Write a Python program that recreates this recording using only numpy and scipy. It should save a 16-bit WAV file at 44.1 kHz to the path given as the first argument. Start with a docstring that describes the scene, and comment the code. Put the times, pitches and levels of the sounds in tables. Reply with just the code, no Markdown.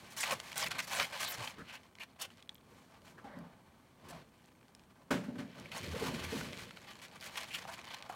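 """A quiet room, close up to a plastic litter tray: two hedgehogs shift and dig in loose pellets.
Paw strokes, short scuffs, shoves and a restless stirring are random pellet contacts mixed with sliding noise.
Claws and quills scrape as gliding resonant noise and tick as short cracks with a pair of modes.
The tray rumbles and booms in low filtered noise under their weight.
Further off something hollow knocks with ringing modes and noise tails, over steady room tone."""
import sys
import numpy as np
from scipy import signal
from scipy.fft import rfft, irfft, next_fast_len
from scipy.io import wavfile

SR = 44100
rng = np.random.default_rng(int(sys.argv[2]) if len(sys.argv) > 2 else 0)


def wav_record(signal):
    """Record a signal, one row per channel, as 16-bit PCM in the file named by sys.argv[1]."""
    frames = np.transpose(np.atleast_2d(signal))
    bounded = np.clip(frames, -1, 1)
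    # unit amplitude maps onto the largest positive 16-bit level
    quanta = np.round(bounded * 32767).astype(np.int16)
    wavfile.write(sys.argv[1], SR, quanta)


N = 359415  # samples
TOP_HZ = 15850  # upper limit of the sound
BODY_TOP_HZ, HISS_BOTTOM_HZ = 1500, 5500  # pellet sound splits into body, crunch and hiss here


def undb(db):
    """Decibels to amplitude gain."""
    return 10 ** (np.asarray(db) / 20)


def unit(x):
    """Scale to rms 1."""
    return x / np.sqrt(np.mean(x ** 2))


def fade(t, t60):
    """Exponential decay, 60 dB down after t60 seconds."""
    return np.exp(-np.log(1000) * t / t60)


def add(out, start, x):
    """Mix x into out from time start in seconds."""
    i = max(int(start * SR), 0)
    out[i:i + len(x)] += x[:max(N - i, 0)]


def band(x, lo_hz, hi_hz, order=2):
    """Causal Butterworth band-pass."""
    edges = [lo_hz, min(hi_hz, SR / 2 - 1000)]
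    sos = signal.butter(order, edges, "band", fs=SR, output="sos")
    return signal.sosfilt(sos, x + 1e-18)


def colour(x, points, peaks=()):
    """Minimum-phase filter from (Hz, dB) points plus resonances; falls away below the first point."""
    size = next_fast_len(len(x) + 4096, True)
    size += size % 2
    f = np.maximum(np.arange(size // 2 + 1) * SR / size, 1)
    hz, db = np.transpose(points)
    curve = np.interp(np.log(f), np.log(hz), db)
    curve = curve + 20 * np.log10(np.minimum(f / hz[0], 1) ** 2)
    for centre, width, lift in peaks:
        curve = curve + lift / (1 + (2 * (f - centre) / width) ** 2)
    # folding the cepstrum onto positive times gives minimum phase
    cepstrum = irfft(np.log(undb(curve)))
    cepstrum[1:size // 2] *= 2
    cepstrum[size // 2 + 1:] = 0
    return irfft(rfft(x, size) * np.exp(rfft(cepstrum)))[:len(x)]


def together(levels_db):
    """Gain of unrelated movements at once: their powers add."""
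    return np.sqrt(sum(undb(db) ** 2 for db in levels_db))


def swell(peak, rise, fall, edge_db=-9, roundness=1.7, floor_db=-110):
    """Level in dB of one movement: edge_db one rise before and one fall after its 0 dB peak."""
    t = np.arange(N) / SR - peak
    distance = np.maximum(-t / rise, t / fall)
    return np.maximum(edge_db * distance ** roundness, floor_db)  # roundness 1 pointed, 2 round


def catch(rate, depth_db):
    """Gain of a sliding contact that catches and lets go: random levels, rate of them a second."""
    steps = np.clip(rng.standard_normal(N // 50), -2, 2)
    grip = np.interp(np.arange(N) / SR * rate, np.arange(len(steps)), steps)
    return unit(undb(depth_db * grip))


def room(x, t60=0.11, wet_db=-15):
    """The small room answers the close sounds with a faint, band-limited noise tail."""
    t = np.arange(SR // 2) / SR
    noise = band(rng.standard_normal(len(t)), 150, 9400, order=1)
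    tail = noise * fade(t, t60) * (t > .003)
    return x + undb(wet_db) * signal.fftconvolve(x, tail / np.linalg.norm(tail))[:N]


def walls(x, count=8, echo_db=-13, farthest=.007):
    """Early echoes off the tray walls, with random lags in seconds and signs on every call."""
    response = np.zeros(SR // 64)
    response[0] = 1
    lags = rng.uniform(.0003, min(farthest, .015), count)
    for lag, sign in zip(lags, rng.choice([-1, 1], count)):
        response[int(lag * SR)] += sign * undb(echo_db)
    return signal.fftconvolve(x, response / np.linalg.norm(response))[:len(x)]


# spectrum of the room tone: f/Hz, relative level/dB
AIR_COLOUR = [(15, -56), (25, -18), (86, 2.5), (241, 2), (276, 0), (333, -3), (812, -14), (2590, -29.5),
              (2970, -32), (4690, -36.5), (5520, -28.5), (15800, -31)]


def air(level_db=-65.5):
    """Steady room tone and microphone hiss: shaped noise at a constant level."""
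    resonances = [(294, 20, -2.0), (100, 38, -2.5), (8600, 580, 6)]  # f/Hz, width/Hz, lift/dB
    tone = colour(rng.standard_normal(N), AIR_COLOUR, resonances)
    return unit(tone) * undb(level_db)


# dull blows in the room: t/s, thud and ring drive/dB, clatter and crack drive/dB, contact rise/s
KNOCKS = [(1.583, -53, -52, 0.00097), (3.177, -63, -60.5, 0.0053), (3.24, -48, -59, .005),
          (3.355, -44.5, -68, 0.018), (5.105, -24.5, -31, 0.0059), (5.232, -53, -51, 0.0073),
          (5.28, -36.5, -63, 0.0044), (5.354, -39.5, -57, 0.0022), (5.382, -36, -47, 0.0078),
          (5.947, -48, -46, 0.005), (6.018, -38, -44, 0.0074), (6.32, -34.5, -51, 0.0058)]
# ringing modes of the hollow thing: f/Hz, relative level before softening/dB, decay t60/s
KNOCK_MODES = [(179.5, -19, 0.6), (240.4, 0, 0.21), (274.4, 2, 0.32), (377, -6, 0.14), (475, -3, 0.11),
               (582, -1.5, 0.32), (955, -6.5, 0.25), (1112, -11, 0.13), (1514, 0.5, 0.14)]
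# spectrum of the low noise tail: f/Hz, relative level/dB
THUD_COLOUR = [(60, -26), (120, -9), (230, 2.5), (320, -14.5), (560, -16), (900, -22.5), (2000, -74)]
# spectrum of the bright noise tail: f/Hz, relative level/dB
CLATTER_COLOUR = [(300, 4), (650, -8.5), (1000, -8.5), (1550, -4), (2300, -9.5), (4000, -16.5),
                  (8000, -23.5), (16000, -37)]
# spectrum of the shortest noise burst: f/Hz, relative level/dB
CRACK_COLOUR = [(600, 6), (1400, 13), (3000, -11), (8000, -11), (16000, -14)]


def knocks(modes_db=-1.5, crack_db=-4, soft_above_hz=300, softness=0.56, hard_db=-24):
    """Blows on a hollow thing: a crack and modes in a diffuse tail; soft blows spare the high modes."""
    out, t = np.zeros(N), np.arange(SR * 3 // 4) / SR

    def burst(points, t60):
        return unit(colour(rng.standard_normal(len(t)), points)) * fade(t, t60)

    for start, thud_db, clatter_db, contact in KNOCKS:
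        tilt_db = softness * min(thud_db - hard_db, 0)  # per octave above soft_above_hz
        ring = 0
        for hz, db, t60 in KNOCK_MODES:
            gain = undb(db + tilt_db * max(np.log2(hz / soft_above_hz), 0))
            ring = ring + gain * np.sin(2 * np.pi * (hz * t + rng.random())) * fade(t, t60)
        thud = burst(THUD_COLOUR, t60=0.5)
        clatter = burst(CLATTER_COLOUR, t60=0.3)
        crack = burst(CRACK_COLOUR, t60=0.15)
        blow = undb(thud_db) * (thud + undb(modes_db) * ring) / 2
        blow = blow + undb(clatter_db) * (clatter + undb(crack_db) * crack)
        add(out, start, blow * np.minimum(t / contact, 1))
    return out


# how restless the animals are: t/s, crunch level/dB, body relative level/dB, hiss relative level/dB
STIR = [(0, -58.5, -1.5, -6.5), (0.45, -58.5, -2, -5), (1.5, -60, -2, -19), (1.82, -71, 1, -8),
        (2.6, -73.5, 2.5, -10), (2.76, -67.5, 1.5, -5.5), (3.15, -75, 7, -9), (3.9, -72, 2, -9.5),
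        (4.45, -73.5, 0.5, -7.5), (5.1, -73.5, 4, -9), (5.52, -63, -6, -14.5), (6.3, -49.5, -6, -9),
        (6.801, -58.5, -5, -9), (7.15, -60, -1, -9.5), (7.6, -57, -3, -11), (8.05, -63.5, 3, -10.5),
        (8.15, -59, 1, -9)]


def stirring():
    """Slowly rising and falling stir of pellets: level, body and hiss in dB for every sample."""
    s, *columns = np.transpose(STIR)
    return [np.interp(np.arange(N) / SR, s, db) for db in columns]


# an animal leans or steps: peak t/s, rise/s, fall/s, level ahead of the last band-pass/dB
LEANS = [(0.33, 0.028, 0.055, -52.5), (0.63, .04, 0.14, -52.5), (0.79, 0.066, .05, -60),
         (1.01, .05, 0.044, -50.5), (1.4, .05, 0.089, -54.5), (1.6, 0.025, 0.044, -51.5),
         (1.25, .08, .1, -60), (2.73, 0.052, 0.15, -63), (3.33, 0.35, 0.18, -59), (4.11, 0.094, .13, -56.5),
         (5.6, 0.053, 0.092, -53.5), (5.86, 0.11, 0.092, -48), (6.1, 0.19, 0.16, -44.5),
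         (6.37, 0.043, 0.17, -45.5), (6.64, 0.059, 0.055, -52.5)]
# spectrum of the juddering tray: f/Hz, relative level/dB
RUMBLE_COLOUR = [(18, -43), (30, -23), (49, -5), (68, -3), (81, 1), (118, 5), (276, -0.5), (321, -9.5),
                 (360, 1.5), (408, -14), (463, -1.5), (526, -5.5), (567, -3), (620, -7.5), (810, -36),
                 (1360, -120)]


def rumble(stir_db=-4):
    """The tray floor judders as low noise: faintly with all stirring, more when weight shifts on it."""
    levels = [stirring()[0] + stir_db]
    levels += [db + swell(peak, rise, fall) for peak, rise, fall, db in LEANS]
    resonances = [(81, 7, -3.5), (121, 23, -4.5), (212, 130, 1.5), (433, 22, 6.0)]  # f/Hz, width/Hz, lift/dB
    shaking = rng.standard_normal(N) * catch(rate=61, depth_db=2.0)
    judder = unit(colour(shaking, RUMBLE_COLOUR, resonances))
    return band(judder, 28, 740, order=3) * together(levels)


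def friction(table, half_width):
    """Rubbing noise carried on a gliding tone; half_width is a share of the mean pitch."""
    out = np.zeros(N)
    for start, end, first_hz, last_hz, db in table:
        n = max(int((end - start) * SR), 64)
        hz = np.geomspace(first_hz, last_hz, n)
        noise = rng.standard_normal((2, SR // 2))
        sos = signal.butter(2, half_width * hz.mean(), fs=SR, output="sos")
        rub = signal.sosfilt(sos, noise[0] + 1j * noise[1])[-n:]  # the end, once the filter has settled
        glide = np.exp(2j * np.pi * np.cumsum(hz) / SR)
        sound = np.real(rub * glide) * signal.windows.tukey(n, .5)
        add(out, start, undb(db) * unit(sound))
    return out


# the tray flexes: start t/s, end t/s, first f/Hz, last f/Hz, rms level/dB
BOOMS = [(.305, .345, 553, 527, -43), (.32, .36, 217, 173, -50), (1.375, 1.44, 126, 117, -53.5),
         (3.235, 3.29, 843, 736, -54.5), (3.25, 3.48, 590, 559, -63), (3.33, 3.5, 172, 168, -55),
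         (4.08, 4.22, 190.5, 161.5, -59.5), (4.085, 4.19, 680, 630, -59), (5.82, 5.97, 86, 79, -48),
         (5.94, 5.975, 485, 473, -43), (6.0, 6.06, 488, 428, -41), (6.04, 6.2, 268.6, 216, -47.5),
         (6.18, 6.33, 89, 75.5, -52), (6.316, 6.35, 470, 433, -43)]


def booms():
    """The flexing tray booms as narrow noise gliding in pitch."""
    return friction(BOOMS, half_width=0.053)


# spectrum of the grinding pellets: f/Hz, relative level/dB
LITTER_COLOUR = [(240, -44.5), (400, -12.5), (553, -1.5), (644, 0), (1100, -6), (1600, 0), (2420, 3),
                 (2780, -3), (3000, -5.5), (3290, -1.5), (4210, -6.5), (11400, -18), (14000, -21),
                 (15800, -22)]
# resonances of tray and pellets: f/Hz, width/Hz, lift/dB
TRAY_RESONANCES = [(600, 92, 2.5), (910, 320, 8), (1131, 200, 8), (1520, 61, 3.5), (2100, 120, 0),
                   (2350, 98, -1), (3012, 200, 8), (4290, 520, 5)]


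def pellets(rate, spread_db, sliding_db):
    """Random contacts, each of its own size and colour, over sliding hiss; three zones of rms 1."""
    edges = np.geomspace(380, 17000, 19)  # Hz
    at = np.flatnonzero(rng.random(N) < rate / SR)  # rate in contacts per second
    chance = rng.standard_normal((N // 8, len(edges)))[:len(at)]
    size = undb(spread_db * np.minimum(np.abs(chance[:, -1]), 2.5))
    grit = 0
    for k in range(len(edges) - 1):  # a random strength in every band colours each contact
        contacts = np.zeros(N)
        contacts[at[:len(size)]] = size * chance[:, k]
        grit = grit + band(contacts, edges[k], edges[k + 1])
    sliding = undb(sliding_db)
    mixed = (unit(grit) + sliding * rng.standard_normal(N)) / np.hypot(1, sliding)
    grit = colour(mixed, LITTER_COLOUR, TRAY_RESONANCES)
    zones = [(430, BODY_TOP_HZ), (BODY_TOP_HZ, HISS_BOTTOM_HZ), (HISS_BOTTOM_HZ, TOP_HZ)]
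    return [unit(band(grit, lo, hi, order=3)) for lo, hi in zones]


# smooth sliding against single pellet contacts: t/s, relative level/dB
SLIDING = [(0, 7.5), (2.5, -2.5), (2.8, 8), (4.2, 8.5), (4.5, -0.5), (5.7, 5), (5.95, 6), (6.5, 9),
           (6.75, 1), (8.15, -4.5)]
# a body shoves through the litter: peak t/s, rise/s, fall/s, crunch level/dB,
# body relative level/dB, hiss relative level/dB
SHOVES = [(0.265, 0.032, 0.08, -41, -2, -8.5), (0.48, 0.05, 0.063, -51, -4, -6),
          (0.77, .06, .06, -48, -3.5, -12), (0.93, .04, 0.14, -45, -1, -5),
          (1.22, 0.075, 0.15, -47.5, -5.5, -7), (1.45, 0.067, 0.057, -53, -10, -1.5),
          (1.7, 0.06, 0.066, -55, -4.5, -13), (2.34, 0.066, .07, -66.5, -5, -8),
          (2.95, 0.031, 0.028, -66, 3, -11), (3.08, 0.042, 0.048, -60.5, -3, -4.5),
          (3.32, 0.14, 0.23, -67.5, 9.5, -19), (4.15, 0.11, 0.067, -58.5, 3.5, -10),
          (5.59, 0.047, 0.074, -59.5, 2.5, -9), (5.85, 0.12, 0.13, -52.5, -11, -8),
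          (6.05, 0.11, 0.093, -45.5, 1, -6), (6.22, 0.16, 0.078, -48, -6, -8.5),
          (6.38, .08, 0.071, -47.5, -6, -5), (6.6, 0.034, 0.051, -51, -9, -7),
          (7.255, 0.046, 0.028, -51.5, -11, -5.5), (7.37, .05, 0.068, -47, -6.5, -7.5),
          (7.53, 0.049, 0.096, -50.5, -9, -5.5), (7.7, 0.041, .05, -55, 0, -5),
          (7.93, .07, 0.048, -51, -5, -12), (8.13, 0.031, 0.065, -55.5, 6.5, -7)]


def shuffle():
    """Bellies and feet stir and shove loose pellets: jerky when they step, smooth when they slide."""
    sliding_db = np.interp(np.arange(N) / SR, *np.transpose(SLIDING))
    body, crunch, hiss = pellets(rate=1100, spread_db=6.0, sliding_db=sliding_db)
    moves = [stirring()]
    for peak, rise, fall, db, body_db, hiss_db in SHOVES:
        moves.append((db + swell(peak, rise, fall), body_db, hiss_db))
    sound = body * together(db + body_db for db, body_db, _ in moves)
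    sound += crunch * together(db for db, _, _ in moves)
    sound += hiss * together(db + hiss_db for db, _, hiss_db in moves)
    jerk_db = 5.0 / np.hypot(1, undb(sliding_db))  # sliding evens out the jerks
    return sound * catch(rate=90, depth_db=jerk_db)


def tick(hz, crack_db, cycles=45, crack_t60=0.01, upper=1.092, upper_db=-7, rise=0.00064):
    """A hard tip snaps free: a short crack and a close pair of modes; low ones ring longer. Peak 1."""
    t = np.arange(SR // 16) / SR
    t60 = cycles / hz
    ring = np.sin(2 * np.pi * hz * t) * fade(t, t60)
    upper_hz = min(upper * hz, TOP_HZ)
    ring += undb(upper_db) * np.sin(2 * np.pi * upper_hz * t) * fade(t, t60 / upper)
    crack = unit(band(rng.standard_normal(len(t)), 0.33 * hz, 1.79 * hz)) * fade(t, crack_t60)
    sound = (ring / 2 + undb(crack_db) * crack) * np.minimum(t / rise, 1)
    return sound / np.abs(sound).max()


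# pellets flicked loose: start t/s, end t/s, landings per s, typical peak level/dB
SPILLS = [(0.2, 0.35, 70, -32), (0.56, 0.732, 60, -35), (0.919, 1.05, 80, -30.5), (1.19, 1.46, 45, -36.5),
          (2.27, 2.479, 35, -53.5), (2.898, 3.12, 25, -54), (4.45, 4.902, 14, -53), (5.75, 6.6, 30, -40),
          (6.598, 7.203, 25, -47.5), (7.251, 8.0, 40, -44.5)]


def spills(centre_hz=2900, spread_octaves=.55, spread_db=2.0, count=64):
    """Loose pellets land at random moments, each a tick with its own size and pitch."""
    out = np.zeros(N)
    for start, end, rate, db in SPILLS:
        places = rng.random(count)
        chance = np.clip(rng.standard_normal((count, 2)), -2, 2)
        landings = int((end - start) * rate)
        for place, (pitch, size) in zip(places[:landings], chance):
            hz = min(centre_hz * 2 ** (spread_octaves * pitch), TOP_HZ)
            sound = tick(hz, crack_db=-1, cycles=28, crack_t60=0.0068, rise=0.00017)
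            add(out, start + place * (end - start), undb(db + spread_db * size) * sound)
    return out


# claws, quills and single pellets: t/s, peak level/dB, ring f/Hz, crack drive/dB
TICKS = [(0.2325, -24, 2500, -6), (0.2372, -22, 2120, 2), (0.309, -24, 2620, -6), (0.322, -25, 2490, -9),
         (0.3286, -30, 1130, -9), (0.4007, -28.5, 3100, 2), (0.5178, -34, 2300, 0), (0.5287, -35, 3000, -3),
         (0.579, -23.5, 8500, -15), (0.627, -25, 5340, -17), (0.716, -27, 3360, -1),
         (0.7904, -27, 2230, -13), (0.8023, -26, 2800, -4), (0.897, -36, 5360, -13),
         (0.9991, -17.5, 2410, -2.5), (1.4745, -30.5, 3140, -13), (1.7545, -39, 2570, -2),
         (1.833, -47, 3060, -4), (1.953, -44, 2990, 0), (1.9854, -42, 2150, -3), (2.2215, -32, 8240, -15),
         (2.3033, -44, 2920, -7), (2.3807, -53, 2960, -8), (2.404, -52, 3010, -4), (2.425, -44.5, 3350, -6),
         (2.4927, -30.5, 3430, -16), (2.5452, -46, 12000, -19), (2.554, -46.5, 3250, -10),
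         (2.5625, -53, 11800, -6), (2.581, -53, 3300, -19), (3.388, -52, 7050, 2),
         (4.7495, -39, 5470, -6.5), (5.5983, -43, 5600, -8), (5.6578, -39.5, 2270, -14),
         (5.7182, -33.5, 3000, -6), (6.2492, -32, 2360, -9), (6.411, -31, 1480, -3),
         (6.5306, -35, 2120, -2), (6.708, -36, 1420, 14), (6.7721, -35, 1300, 6), (7.21, -37, 4630, -9),
         (7.2722, -43, 2500, -5), (7.357, -30, 1900, 0), (7.3737, -31, 3280, -9), (7.3808, -31, 3130, -11),
         (7.408, -40, 5440, -7), (7.432, -38, 5500, -7), (7.541, -37, 2940, -1), (7.549, -31, 2970, -16),
         (7.6266, -38, 1680, 5), (7.652, -34.5, 788, -2), (7.7908, -43, 2350, -9),
         (7.9433, -35.5, 4140, -1), (7.9858, -44, 3380, -2), (8.0242, -35.5, 2500, 1),
         (8.0974, -31.5, 730, -6)]


def ticks():
    """The clearest single ticks, each a crack with its ringing pair of modes."""
    out = np.zeros(N)
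    for start, db, hz, crack_db in TICKS:
        add(out, start, undb(db) * tick(hz, crack_db))
    return out


# claws and quills dragging: start t/s, end t/s, first f/Hz, last f/Hz, rms level/dB
SCRAPES = [(0.199, 0.239, 9800, 6170, -43), (0.227, 0.244, 3290, 1630, -41), (0.254, 0.339, 1072, 514, -46),
           (.572, .637, 9070, 5380, -49.5), (0.616, 0.651, 1240, 802, -42.5),
           (.655, .684, 2380, 2220, -42.5), (.783, .81, 2506, 2287, -42.5), (.94, .99, 11000, 5480, -49),
           (.997, 1.028, 2518, 1010, -40), (1.235, 1.3, 4250, 3600, -46.5),
           (1.276, 1.334, 16000, 11500, -47.5), (1.312, 1.356, 9400, 5070, -53),
           (1.58, 1.635, 1550, 1404, -56.5), (1.66, 1.79, 2714, 2430, -57), (1.997, 2.042, 2750, 2537, -51),
           (2.2, 2.26, 3100, 2946, -49.5), (3.173, 3.205, 1650, 1415, -58), (3.24, 3.43, 1983, 1690, -66),
           (7.49, 7.59, 2575, 2500, -51.5), (7.535, 7.568, 3026, 2690, -44), (7.683, 7.725, 1080, 850, -55),
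           (8.09, 8.15, 790, 1207, -58)]


def scrapes():
    """Claws and quills scrape as resonant noise, the pitch sliding as they go."""
    return friction(SCRAPES, half_width=0.14)


# paw strokes, and a short scuff within the room knock at 5.38 s: start t/s, length/s,
# crunch level before the pressure envelope/dB, body relative level/dB, hiss relative level/dB
STROKES = [(0.102, 0.033, -57, -14, -0.5), (0.163, 0.056, -43.5, -7, 1), (0.223, 0.022, -44, -11, 0),
           (0.305, .03, -40.5, 2, -1.5), (0.555, 0.06, -42, -3.5, -3), (0.613, .031, -37.5, -6.5, -11),
           (0.654, 0.019, -41.5, -6, -6), (0.703, .024, -42.5, -6, -9.5), (0.782, 0.022, -39, -6, -5),
           (0.82, 0.028, -50.5, -10, -0.5), (0.87, .015, -51, -5, 0), (0.91, 0.074, -42.5, -4.5, -4.5),
           (0.983, 0.046, -37, -3.5, -9.5), (1.029, 0.023, -41.5, -8, -7.5),
           (1.121, 0.045, -45.5, 0, -10.5), (1.197, 0.053, -40.5, -5, -2.5), (1.256, .099, -49, -3.5, -3),
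           (1.378, 0.08, -47.5, -0.5, -11), (1.473, 0.0034, -38.5, -3, -18), (1.681, 0.024, -56.5, -3, -11),
           (1.723, 0.04, -55, -2, -5), (1.996, 0.041, -51, -5, -9), (2.19, 0.067, -50.5, -4, -4.5),
           (2.212, 0.017, -55, -8, 11), (3.063, .02, -62, 1, -11), (4.084, 0.03, -61, -5, 3),
           (5.379, 0.035, -55, -8, -13), (5.713, 0.027, -48, -4, -11), (5.743, 0.05, -47, 1, -4.5),
           (6.237, 0.012, -53.5, 1, 4), (6.871, 0.045, -53, -4, -12.5), (7.017, 0.042, -53.5, -15, -5),
           (7.25, 0.026, -51.5, -5, -3), (7.352, 0.033, -50.5, 0.5, -7), (7.536, 0.024, -46.5, -16, -1.5),
           (7.681, 0.018, -56, 10, -6), (7.732, 0.015, -48, -12, -8), (8.093, 0.0095, -51.5, 3, -6)]


def strokes_and_scuffs(bite_share=0.07, release=0.0028):
    """A short grating scuff or paw stroke starts, drags and lifts; long ones start more gently."""
    zones = np.array(pellets(rate=1500, spread_db=5.5, sliding_db=-2.0))
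    zones = zones * catch(rate=150, depth_db=1.0)
    out = np.zeros(N)
    for start, length, level_db, body_db, hiss_db in STROKES:
        i = int(start * SR)
        t = np.arange(min(int((length + 6 * release) * SR), N - i)) / SR
        onset = 1 - np.exp(-t / (bite_share * length))
        lift = np.exp(-np.maximum(t - length, 0) / release)  # release in seconds
        grit = 0
        for zone, db in zip(zones, (body_db, 0, hiss_db)):
            grit = grit + unit(zone[i:i + len(t)]) * undb(level_db + db)
        add(out, start, walls(onset * lift * grit))
    return out


def scene():
    """Room tone under all, knocks further off, tray and litter sounds close by."""
    background = air() + knocks()
    tray = rumble() + booms()
    litter = shuffle() + scrapes() + strokes_and_scuffs()
    snaps = spills() + ticks()
    return (background + tray + room(litter) + room(snaps, wet_db=-26))[None]


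def record(dry):
    """The phone cuts the top: a steep elliptic low-pass."""
    return signal.sosfilt(signal.ellip(10, .2, 75, TOP_HZ, fs=SR, output="sos"), dry)


dry = scene()
out = record(dry)
wav_record(out)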